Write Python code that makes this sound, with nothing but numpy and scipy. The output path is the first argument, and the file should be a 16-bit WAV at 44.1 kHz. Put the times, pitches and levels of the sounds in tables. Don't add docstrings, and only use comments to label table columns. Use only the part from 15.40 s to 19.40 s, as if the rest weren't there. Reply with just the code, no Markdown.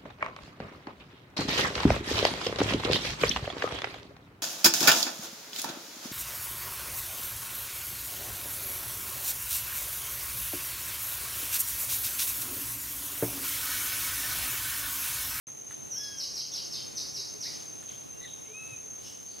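import sys
import numpy as np
from scipy import signal
from scipy.fft import rfft, irfft
from scipy.io import wavfile

SR = 44100
rng = np.random.default_rng(int(sys.argv[2]) if len(sys.argv) > 2 else 0)


def generate_wav(sig):
    pcm = np.round(np.clip(np.atleast_2d(sig).T, -1, 1) * 32767).astype(np.int16)
    wavfile.write(sys.argv[1], SR, pcm)


N = 176400

# time in seconds, pitch in Hz, level in dB.
SLUR = [(.497, 6480, -44), (.524, 5900, -34), (.56, 5580, -38.5), (.6, 5200, -39.5), (.635, 5200, -46),
        (.67, 5080, -40)]
# time in seconds, pitch in Hz, level in dB.
THIN_HIGH_GLIDE = [(.51, 13500, -60), (.56, 13200, -60), (.63, 12650, -61)]
# start and length in seconds, top and bottom pitch in Hz, level in dB.
CHIPS = [(0.619, 0.026, 5250, 3850, -46.5), (0.77, 0.045, 5790, 3890, -32.5),
         (0.93, 0.053, 5750, 3886, -33.5), (1.114, 0.05, 5730, 3860, -34),
         (1.296, 0.053, 5540, 3600, -35.5), (1.549, 0.037, 6090, 3780, -32), (1.73, 0.048, 5825, 3830, -34),
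         (1.996, 0.048, 5870, 3770, -34.5)]
# frequency in Hz, relative level in dB.
TREBLE_HISS_SPECTRUM = [(1000, -5), (3000, 8), (6900, -8), (7600, 13.5), (8400, 2.5), (10000, 9.5),
                        (12500, 10), (14000, -16), (15500, -14)]
# time in seconds, gain in dB.
SWELL_GAIN = [(.1, 6), (1.2, 3.5), (2, 4), (2.5, 5.5), (2.75, 2), (3, 3.5), (4, 6.5)]
# time in seconds, pitch in Hz, level in dB.
HIGH_MEW = [(.54, 1466, -64), (.592, 1676, -49), (.64, 1677, -46.5), (.7, 1667, -48), (.78, 1613, -57.5),
            (.825, 1540, -55)]
LOW_MEW = [(3.05, 1035, -63), (3.125, 1200, -55.5), (3.15, 1252, -46.5), (3.19, 1293, -44.5),
           (3.25, 1295, -44.5), (3.31, 1299, -47.5), (3.35, 1256, -47.5), (3.39, 1190, -68)]
SQUAWK = [(2.805, 1930, -56), (2.83, 1990, -57.5), (2.853, 1943, -44), (2.868, 1890, -61),
          (2.89, 1760, -62)]
SQUAWK_RASP = [(2.8, 3735, -58), (2.85, 3830, -47), (2.9, 3794, -52)]
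# multiple of the call's pitch, gain in dB. Whole multiples are the call's harmonics;
# the others are faint thin tones near 9-11 kHz that arch along with the mews.
HIGH_MEW_TONES = [(1, -7), (2, -1.5), (3, -6), (5.48, -15), (6.48, -16)]
LOW_MEW_TONES = [(1, -23), (2, -2.5), (3, -20), (6.78, -25), (7.78, -19)]
SQUAWK_HARMONICS = [(1, -1.5), (2, -5.5)]
# start and length in seconds, first and last pitch in Hz, level in dB,
# pitch jitter as a fraction.
FAR_CHIRPS = [(0.82, 0.041, 3320, 2690, -58.5, .06), (0.996, 0.04, 3400, 2720, -56, .06),
              (1.115, 0.04, 3580, 3660, -52, .06), (1.165, 0.046, 3243, 2700, -53.5, .06),
              (1.359, 0.046, 3600, 2636, -53, 0.08), (2.042, 0.05, 1670, 2503, -54.5, .06),
              (2.471, .05, 4410, 2585, -56.5, 0.15), (2.723, .06, 2710, 2850, -65, 0),
              (2.871, 0.0205, 3720, 2775, -54.5, 0.08), (3.03, 0.074, 2750, 3330, -66.5, 0.11),
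              (3.628, 0.076, 5580, 5400, -52.5, .045), (3.63, 0.095, 2877, 2900, -62, .055),
              (3.858, 0.16, 4610, 4580, -61.5, .08)]
# peak time in seconds, pitch in Hz, level in dB.
HOOTS = [(1.8, 399, -57), (1.966, 423.6, -55), (3.113, 431.6, -51.5), (3.465, 435, -59.5)]
# start in seconds, level in dB.
TAPS = [(0.083, -54), (0.308, -46.5), (.321, -56), (2.425, -50)]
# peak time in seconds, Gaussian width in seconds, level in dB.
RUSTLES = [(0.313, 0.026, -56.5), (2.134, 0.074, -54), (2.525, 0.11, -58.5), (3.666, 0.049, -53),
           (3.946, 0.21, -61)]
# frequency in Hz, relative level in dB.
BARK_SPECTRUM = [(300, -22), (900, 2), (1400, 15.5), (1600, 6), (1850, 16.5), (2700, 2), (3900, 5),
                 (5000, -20), (8000, 3), (9500, 8.5), (12000, -6), (15000, -13)]
LEAF_SPECTRUM = [(500, -5), (2000, -36), (2900, 13.5), (4000, 14.5), (5400, 15), (7500, 10.5), (11000, 3.5),
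                 (15500, -2)]
AIR_MID_SPECTRUM = [(25, -14), (50, -7.5), (75, 4), (135, 6), (190, 2.5), (450, 0.5), (900, -3.5),
                    (1600, -8), (2600, -5.5), (3200, -7.5), (3900, -6), (4700, -11.5), (5800, -0.5),
                    (7000, -9), (7350, -2), (8200, -23), (8800, -6.5), (10100, -4), (11500, -22),
                    (13500, -11), (15500, -24)]
AIR_SIDE_SPECTRUM = [(25, -40), (60, -8), (130, 3.5), (300, 5), (500, 2.5), (1000, -6), (2000, -11.5),
                     (4000, -17), (6000, -23), (8200, -25), (8800, -10), (10000, -14.5), (10800, -19),
                     (11500, -81), (15500, -87)]
# time in seconds, gain in dB.
AIR_GAIN = [(0, 0), (.45, 1), (.8, 1.5), (2.1, 3), (2.7, 1), (3.3, 0.5), (4, -0.5)]

TIME_S = np.arange(N) / SR
SIDE_SIGN = np.array([[1], [-1]])


def bird_slur(hiss_db=-28):
    sounding = (TIME_S > SLUR[0][0]) & (TIME_S < SLUR[-1][0])
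    hiss = sounding * undb(hiss_db + curve(SLUR, column=2)) * noise(TREBLE_HISS_SPECTRUM)
    whistle = call(SLUR, [(1, 0)], jitter=0.0128)
    high_glide = call(THIN_HIGH_GLIDE, [(0.99, 0)], jitter=0.0055)
    return trunk_scatter(whistle + high_glide + hiss, wet_db=0.5, t60_s=0.7)


def bird_chips(hiss_db=-18, hold_fraction=0.093, fade_fraction=0.25):
    hiss = undb(hiss_db) * noise(TREBLE_HISS_SPECTRUM)
    waver = 1 + 0.0107 * drift(334)
    chips = 0
    for start_s, length_s, top_hz, bottom_hz, db in CHIPS:
        progress = np.clip((TIME_S - start_s) / length_s, 0, 1)
        fall = np.minimum(progress / (1 - hold_fraction), 1) ** 3
        swell = progress ** 0.61 * np.minimum((1 - progress) / fade_fraction, 1)
        pitch_hz = (top_hz + (bottom_hz - top_hz) * fall) * waver
        chips += 2 * undb(db) * swell * (tone(pitch_hz) + hiss)
    return trunk_scatter(chips, wet_db=11.5, t60_s=0.7)


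def insect_trill(centre_hz=6352, sag_hz=123, strokes_per_s=38):
    stroke = np.cumsum(strokes_per_s * (1 + 0.045 * drift(11.5))) / SR % 1
    waver = undb(2 * drift(21))
    rasp = 1 + 0.52 * drift(294)
    pulses = unit_rms(np.sin(np.pi * stroke) * waver * rasp)
    pitch_hz = centre_hz - sag_hz * (stroke - 0.5) + 16 * drift(19.8) + 30 * drift(195.4)
    return undb(-50) * pulses * tone(pitch_hz)


def cricket(centre_hz=6280, sag_hz=58.5, chirps_per_s=9, speedup_per_s2=0.27):
    age_s = TIME_S - 2.38
    cycle = (chirps_per_s * age_s + speedup_per_s2 * age_s ** 2 / 2 + 0.5) % 1
    pulses = unit_rms(np.sin(np.pi * cycle) ** 2.8 * (1 + 0.5 * drift(90)))
    pitch_hz = centre_hz - sag_hz * (cycle - 0.5) + 30 * drift(127)
    return trunk_scatter(undb(-50) * pulses * tone(pitch_hz), wet_db=-7, t60_s=0.63)


def mews():
    high = call(HIGH_MEW, HIGH_MEW_TONES, jitter=0.0045)
    low = call(LOW_MEW, LOW_MEW_TONES, jitter=0.0032)
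    return trunk_scatter(high + low, wet_db=-10.5, t60_s=0.6)


def squawk():
    body = call(SQUAWK, SQUAWK_HARMONICS, jitter=0.024)
    rasp = call(SQUAWK_RASP, [(0.99, 0)], jitter=0.033)
    return body + trunk_scatter(rasp, wet_db=1, t60_s=0.8)


def far_chirps():
    chirps, waver = 0, drift(516)
    for start_s, length_s, first_hz, last_hz, db, jitter in FAR_CHIRPS:
        progress = np.clip((TIME_S - start_s) / length_s, 0, 1)
        pitch_hz = (first_hz + (last_hz - first_hz) * progress) * (1 + jitter * waver)
        chirps += 2 * undb(db) * np.sin(np.pi * progress) * tone(pitch_hz)
    return trunk_scatter(chirps, wet_db=1.5, t60_s=0.65)


def hoots(width_s=0.024):
    notes = 0
    for peak_s, hz, db in HOOTS:
        swell = np.exp(-((TIME_S - peak_s) / width_s) ** 2)
        notes += undb(db) * swell * tone(hz * (1 + 0.0177 * drift(66)))
    return trunk_scatter(notes, wet_db=-9, t60_s=1)


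def woodpecker(rise_s=0.00085, decay_s=0.012):
    crack = noise(BARK_SPECTRUM) * undb(3 * drift(400))
    taps = 0
    for start_s, db in TAPS:
        age_s = np.maximum(TIME_S - start_s, 0)
        taps += undb(db) * np.minimum(age_s / rise_s, 1) * np.exp(-age_s / decay_s) * crack
    return trunk_scatter(taps, wet_db=-17, t60_s=0.33)


def leaves():
    swells = sum(undb(db) * np.exp(-0.5 * ((TIME_S - peak_s) / width_s) ** 2)
                 for peak_s, width_s, db in RUSTLES)
    grain = unit_rms(noise(LEAF_SPECTRUM) * undb(0.85 * drift(280)))
    return trunk_scatter(swells * grain, wet_db=3, t60_s=0.24)


def air(hum_hz=132.2, bump_hz=120.7, bump_at_s=3.33):
    mid = undb(-54.5) * noise(AIR_MID_SPECTRUM)
    side = undb(-50) * noise(AIR_SIDE_SPECTRUM)
    gain = undb(curve(AIR_GAIN) + 0.8 * drift(6))
    hum = undb(-69 + 2.5 * drift(4)) * tone(hum_hz * (1 + 0.0157 * drift(7.9)))
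    bump = undb(-49.5) * np.exp(-((TIME_S - bump_at_s) / 0.012) ** 2) * tone(bump_hz)
    return (mid + hum + side * SIDE_SIGN) * gain + bump


def thin_high_tone(hz=14000):
    return undb(-77) * drift(70) * tone(hz)


def trunk_scatter(direct, wet_db, t60_s, build_s=0.0035, width=0.16):
    delay_s = np.arange(SR) / SR
    envelope = undb(-60 * delay_s / t60_s) * (1 - np.exp(-delay_s / build_s))
    echoes = rng.standard_normal((2, SR)) * envelope
    mid, side = (signal.fftconvolve(direct, echo / np.linalg.norm(echo))[:N] for echo in echoes)
    wet = undb(wet_db)
    return (direct + wet * (mid + width * side * SIDE_SIGN)) / np.hypot(1, wet)


def call(rows, multiples, jitter, flutter_db=2, ramp_s=0.0056):
    gate = np.clip(np.minimum(TIME_S - rows[0][0], rows[-1][0] - TIME_S) / ramp_s, 0, 1)
    level_db = curve(rows, column=2) + flutter_db * drift(33)
    pitch_hz = curve(rows) * (1 + jitter * drift(222))
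    return gate * undb(level_db) * tone(pitch_hz, multiples)


def tone(hz, multiples=((1, 0),)):
    phase = 2 * np.pi * np.cumsum(np.broadcast_to(hz, N)) / SR
    return np.sqrt(2) * sum(undb(db) * np.sin(multiple * phase) for multiple, db in multiples)


def noise(spectrum):
    hz, db = np.array(spectrum).T
    bin_hz = np.arange(N // 2 + 1) * SR / N
    gain = undb(np.interp(np.log(bin_hz + 1), np.log(hz), db))
    return unit_rms(irfft(rfft(rng.standard_normal(N)) * gain, N))


def drift(cutoff_hz):
    bin_hz = np.arange(N // 2 + 1) * SR / N
    return unit_rms(irfft(rfft(rng.standard_normal(N)) / (1 + (bin_hz / cutoff_hz) ** 4), N))


def curve(rows, column=1):
    rows = np.array(rows)
    return np.interp(TIME_S, rows[:, 0], rows[:, column])


def undb(db):
    return 10 ** (np.asarray(db) / 20)


def unit_rms(x):
    return x / np.sqrt(np.mean(x ** 2))


def scene():
    steady = (insect_trill() + thin_high_tone()) * undb(curve(SWELL_GAIN))
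    near = trunk_scatter(steady, wet_db=0.5, t60_s=1) + cricket() + bird_slur() + bird_chips()
    far = mews() + squawk() + far_chirps() + hoots()
    return near + far + woodpecker() + leaves() + air()


def record(dry, start_s=0.0693, cutoff_hz=15650):
    gate = np.clip((TIME_S - start_s) / 0.00053, 0, 1)
    lowpass = signal.ellip(8, 0.2, 70, cutoff_hz, fs=SR, output="sos")
    return signal.sosfilt(lowpass, dry * gate)


dry = scene()
out = record(dry)
generate_wav(out)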